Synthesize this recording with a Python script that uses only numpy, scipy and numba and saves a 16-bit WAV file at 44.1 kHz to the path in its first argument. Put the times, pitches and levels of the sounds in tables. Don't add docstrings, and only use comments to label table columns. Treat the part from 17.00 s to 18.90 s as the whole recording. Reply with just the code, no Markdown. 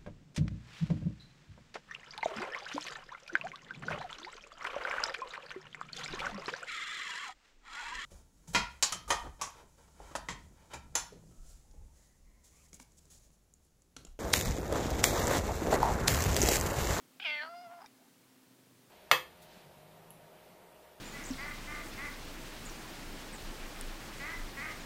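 import sys
import numpy as np
from scipy import signal
from scipy.fft import rfft, irfft
from scipy.io import wavfile
from scipy.ndimage import uniform_filter1d
from numba import njit

SR = 44100
rng = np.random.default_rng(int(sys.argv[2]) if len(sys.argv) > 2 else 0)


def boost_factor(decibels):
    exponent = np.asarray(decibels, float) / 20
    return 10 ** exponent


def store_wav(level_fs):
    pcm = np.round(np.clip(np.atleast_2d(level_fs), -1, 1) * 32767)
    wavfile.write(sys.argv[1], SR, pcm.T.astype(np.int16))


N = 83790


def rms_one(x):
    return x / np.sqrt(np.mean(x ** 2) + 1e-20)


def in_time(rows):
    s, *columns = np.transpose(rows)
    return [np.interp(np.arange(N) / SR, s, c) for c in columns]


def low_pass(x, hz, order):
    return signal.sosfilt(signal.butter(order, hz, fs=SR, output="sos"), x)


def low_cut(x, hz):
    return signal.sosfilt(signal.butter(6, hz, "high", fs=SR, output="sos"), x)


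def drift(hz):
    return rms_one(low_pass(rng.standard_normal(N), hz, 2))


def clicks(s, size):
    out, at = np.zeros(N + 16), np.asarray(s) * SR
    for k in range(-5, 7):
        d = k - at % 1
        sinc = np.sinc(d) * np.cos(np.pi * d / 12) ** 2
        np.add.at(out, at.astype(int) + k, size * sinc)
    return out[:N]


def ring(x, hz, t60):
    r, w = boost_factor(-60 / (t60 * SR)), 2 * np.pi * hz / SR
    return signal.lfilter([0, np.sin(w)], [1, -2 * r * np.cos(w), r * r], x + 1e-18)


@njit
def resonate(x, w, r):
    y = np.zeros(len(x))
    for i in range(2, len(x)):
        drive = (1 - r * r) / 2 * (x[i] - x[i - 2])
        y[i] = drive + 2 * r * np.cos(w[i]) * y[i - 1] - r * r * y[i - 2]
    return y


def resonance(x, hz, width_hz):
    return resonate(x, 2 * np.pi * hz * np.ones(N) / SR, np.exp(-np.pi * width_hz / SR))


def tract(x, hz, width_hz):
    return resonance(resonance(x, hz, 2 * width_hz), hz, width_hz)


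def hiss():
    # f/Hz, level/dB
    noise_shape = [(30, -16), (70, -27), (125, -3.5), (220, -1), (350, -1), (600, -8), (2500, -12.5),
                   (15000, -18)]
    hz, db = np.transpose(noise_shape)
    f = np.fft.rfftfreq(N, 1 / SR) + 1
    gain = boost_factor(np.interp(np.log(f), np.log(hz), db))
    return boost_factor(-65) * rms_one(irfft(rfft(rng.standard_normal(N)) * gain, N))


def hum():
    hz, width_hz = 259, 45
    waver = resonance(resonance(rng.standard_normal(N), hz, width_hz), hz, width_hz)
    tone = np.sin(2 * np.pi * hz * np.arange(N) / SR)
    return boost_factor(-74) * rms_one(waver) + boost_factor(-69.5) * tone


def room(x):
    level_db, t60_s, first_echo_s = -22, .25, .006
    t = np.arange(SR // 2) / SR
    tail = signal.lfilter([.4], [1, -.6], rng.standard_normal(len(t)))
    tail = tail * boost_factor(-60 * t / t60_s) * (t > first_echo_s)
    return boost_factor(level_db) * signal.fftconvolve(x, tail / np.sqrt(np.sum(tail ** 2)))[:N]


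def sniff():
    # t/s, f/Hz, level/dB
    whistle = [
        (.985, 600, -98),
        (1.0, 624, -67.5),
        (1.05, 790, -71.5),
        (1.085, 890, -73),
        (1.1, 910, -106),
    ]
    hz, db = in_time(whistle)
    return boost_factor(db) * rms_one(resonance(resonance(rng.standard_normal(N), hz, 110), hz, 110))


def smacks():
    # t/s, level/dB
    partings = [
        (.8605, -55),
        (.8615, -58),
        (.8635, -61),
    ]
    # f/Hz, level/dB, T60/s
    mouth_modes = [(2400, 5, .018), (1970, -4, 0.011), (3720, -0.5, 0.039), (4950, 6, 0.0057),
                   (5510, 5, 0.02), (6730, -13, .006)]
    s, db = np.transpose(partings)
    return sum(ring(clicks(s, boost_factor(db + level_db)), hz, t60) for hz, level_db, t60 in mouth_modes)


def purr():
    # first beat t/s, beat period/s, number of beats, level/dB
    breaths = [
        (1.085, .039, 8, -62),
        (1.4685, .0404, 11, -55),
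    ]
    # t/s, level/dB
    knocks = [
        (.05, -59),
        (.667, -56),
        (.915, -59),
    ]
    # f/Hz, level/dB, T60/s
    chest_modes = [(125, -3, .12), (190, 0, .04), (320, -1, .03), (460, -5, .03), (950, -16, .02)]
    jitter_s, uneven_db, mode_uneven_db = .00085, 1.5, 2
    strikes = [tuple(knock) for knock in knocks]
    for start, period, count, level_db in breaths:
        for k in range(int(count)):
            beat_s = start + k * period + rng.normal(0, jitter_s)
            strikes.append((beat_s, level_db + uneven_db * rng.normal()))
    s, db = np.transpose(strikes)
    out = np.zeros(N)
    for hz, level_db, t60 in chest_modes:
        strike_db = db + level_db + rng.normal(0, mode_uneven_db, len(s))
        out = out + ring(clicks(s, boost_factor(strike_db)), hz, t60)
    return low_cut(out / 2, 110)


def vocal_folds(half_hz, alternation, rough, unsteady):
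    waver, waver_hz, weak_late = .009, 60, .057
    t = np.arange(N) / SR
    cycles = np.cumsum(2 * half_hz * (1 + waver * unsteady * drift(waver_hz))) / SR
    k = np.arange(1, int(cycles[-1]) - 1)
    s = np.interp(k, cycles, t)
    i = (s * SR).astype(int)
    size_chance, time_chance = rng.standard_normal((2, len(k)))
    late = weak_late * alternation[i] * (k % 2)
    size = (1 + alternation[i] * (-1.) ** k) * boost_factor(9 * rough[i] * size_chance)
    pulse_s = s + (.12 * rough[i] * time_chance + late) / half_hz[i]
    pulses = rms_one(clicks(pulse_s, size))
    breath = .67 * rough * rng.standard_normal(N)
    breath = breath + .12 * low_cut(rng.standard_normal(N), 2020)
    return pulses + breath * (1 + np.cos(2 * np.pi * cycles))


def vocal_tract(folds, mouth_hz, bright_db, unsteady, creaking):
    # t/s, f/Hz, level/dB
    tongue = [
        (.2, 5000, -20),
        (.25, 5110, -19),
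        (.36, 4370, -16),
        (.42, 4230, -14.5),
        (.47, 4450, -18),
        (.55, 4680, -22.5),
        (.65, 4950, -21.5),
        (.69, 4950, -31),
        (.85, 5030, -20),
    ]
    # f/Hz, width/Hz, level/dB, share of brightness, sign
    throat = [(732, 463, -11, -0.233, -1), (1450, 710, -11, 0.9, -1), (3084, 524, -0.5, 3, 1),
              (1944, 640, -4.5, 8, 1), (5680, 210, -25.5, 1.5, 1)]
    top_hz, top_db = in_time(tongue)
    mouth_width_hz = 242

    def flutter():
        return boost_factor(4 * unsteady * drift(20))

    mouth_gain = boost_factor(7 + 1.21 * bright_db) * flutter()
    out = mouth_gain * tract(folds, mouth_hz, mouth_width_hz)
    second_gain = boost_factor(3 + 1.94 * bright_db)
    out = out + second_gain * tract(folds, 1.193 * mouth_hz, mouth_width_hz)
    out = out - boost_factor(top_db) * flutter() * tract(folds, top_hz, 370)
    for n, (hz, width_hz, level_db, share, sign) in enumerate(throat):
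        gain = sign * boost_factor(level_db + share * bright_db)
        if n == 0:
            hz = np.where(creaking, 880, hz)
        else:
            gain = gain * flutter()
        out = out + gain * tract(folds, hz, width_hz)
    nose_hz = 1810
    nose_open = np.clip((mouth_hz - nose_hz - 120) / 150, 0, 1)
    out = out - .85 * nose_open * resonance(out, nose_hz, 420)
    out = out - .5 * resonance(out, 3920, 300)
    return out + creaking * boost_factor(-17) * tract(folds, 410, 200)


def meow():
    # t/s, half pitch f/Hz, level/dB, mouth resonance f/Hz, brightness/dB
    squeak = [
        (.197, 383, -66, 2330, -32.5),
        (.199, 378.5, -42, 2320, 1),
        (.213, 370.2, -53, 2480, 0.5),
        (.222, 410.5, -42, 2520, -1),
        (.234, 426.8, -41.5, 2730, -1.5),
        (.242, 385, -47, 2560, 3),
    ]
    cry = [
        (.2455, 372, -47, 2500, -1),
        (.2465, 368, -35, 2500, -1),
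        (.258, 335, -33, 2450, -1),
        (.272, 305, -35, 2300, -1),
        (.33, 299, -36, 2150, -2),
        (.385, 297, -40, 2000, -3),
        (.408, 299, -38, 1780, -4),
        (.44, 318, -44, 1550, -6),
        (.485, 330, -48, 1300, -9),
    ]
    hummed = [
        (0.504, 341.7, -50, 1378, -16.5),
        (.545, 345.8, -48.5, 1296, -18),
        (0.613, 358.9, -49.5, 1299, -15),
        (0.667, 343.5, -50, 1360, -35),
        (.685, 331.8, -56, 1555, -25),
        (0.718, 352.4, -49.5, 1450, -39),
        (0.753, 346.4, -52.5, 1450, -51),
        (0.769, 344.2, -55.5, 1450, -28),
        (0.794, 341.2, -53, 1450, -36),
    ]
    creak = [
        (0.8, 335, -58, 1500, -34),
        (.803, 320.4, -54.5, 1560, -18),
        (0.829, 439.3, -51.5, 1600, -35),
        (.836, 436, -68, 1600, 3.5),
        (.843, 437, -50.5, 1518, -33),
        (0.856, 393, -55.5, 1570, -9),
        (0.858, 400, -68, 1500, -16),
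    ]
    # t/s, strong-weak alternation 0-1, roughness 0-1, growl 0-1
    quality = [(.2, .3, .18, 0), (.24, .35, .25, 0), (.247, .5, .06, 0), (.26, .9, .1, 0),
               (.285, .55, .06, 0), (.42, .5, .06, 0), (.433, .7, .17, .7), (.478, .7, .16, .6),
               (.5, .05, .05, 0), (.53, .05, .05, 0), (.54, .3, .07, 0), (.555, .04, .04, 0),
               (.66, .05, .06, 0), (.7, .1, .12, .1), (.79, .2, .16, .15), (.8, .7, .22, .7),
               (.835, .7, .22, .6), (.845, .55, .2, .1)]
    half_hz, db, mouth_hz, bright_db = in_time(np.vstack([squeak, cry, hummed, creak]))
    alternation, rough, growl = in_time(quality)
    t = np.arange(N) / SR
    creaking = t > creak[0][0]
    unsteady = np.clip((t - cry[-1][0]) / .05, .35, 1)

    folds = vocal_folds(half_hz, alternation, rough, unsteady)
    out = vocal_tract(folds, mouth_hz, bright_db, unsteady, creaking)
    out = np.where(creaking, low_cut(out, 320), low_cut(out, 553))
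    out = low_pass(out, 6100, 6)

    growl_start_s, growl_period_s, growl_db = .4335, .01367, 13
    saw = uniform_filter1d(.5 - (t - growl_start_s) / growl_period_s % 1, size=60)
    db = db + growl_db * growl * saw
    even = np.sqrt(uniform_filter1d(out ** 2, int(.012 * SR)) + 1e-12)
    return out / even * boost_factor(db) * (t > squeak[0][0]) * (t < creak[-1][0])


def scene():
    cat = meow() + smacks() + purr() + sniff()
    return (cat + room(cat) + hum() + hiss())[None]


def roll_off(x):
    return signal.sosfilt(signal.butter(12, 15900, fs=SR, output="sos"), x)


def record(dry):
    return roll_off(dry)


dry = scene()
out = record(dry)
store_wav(out)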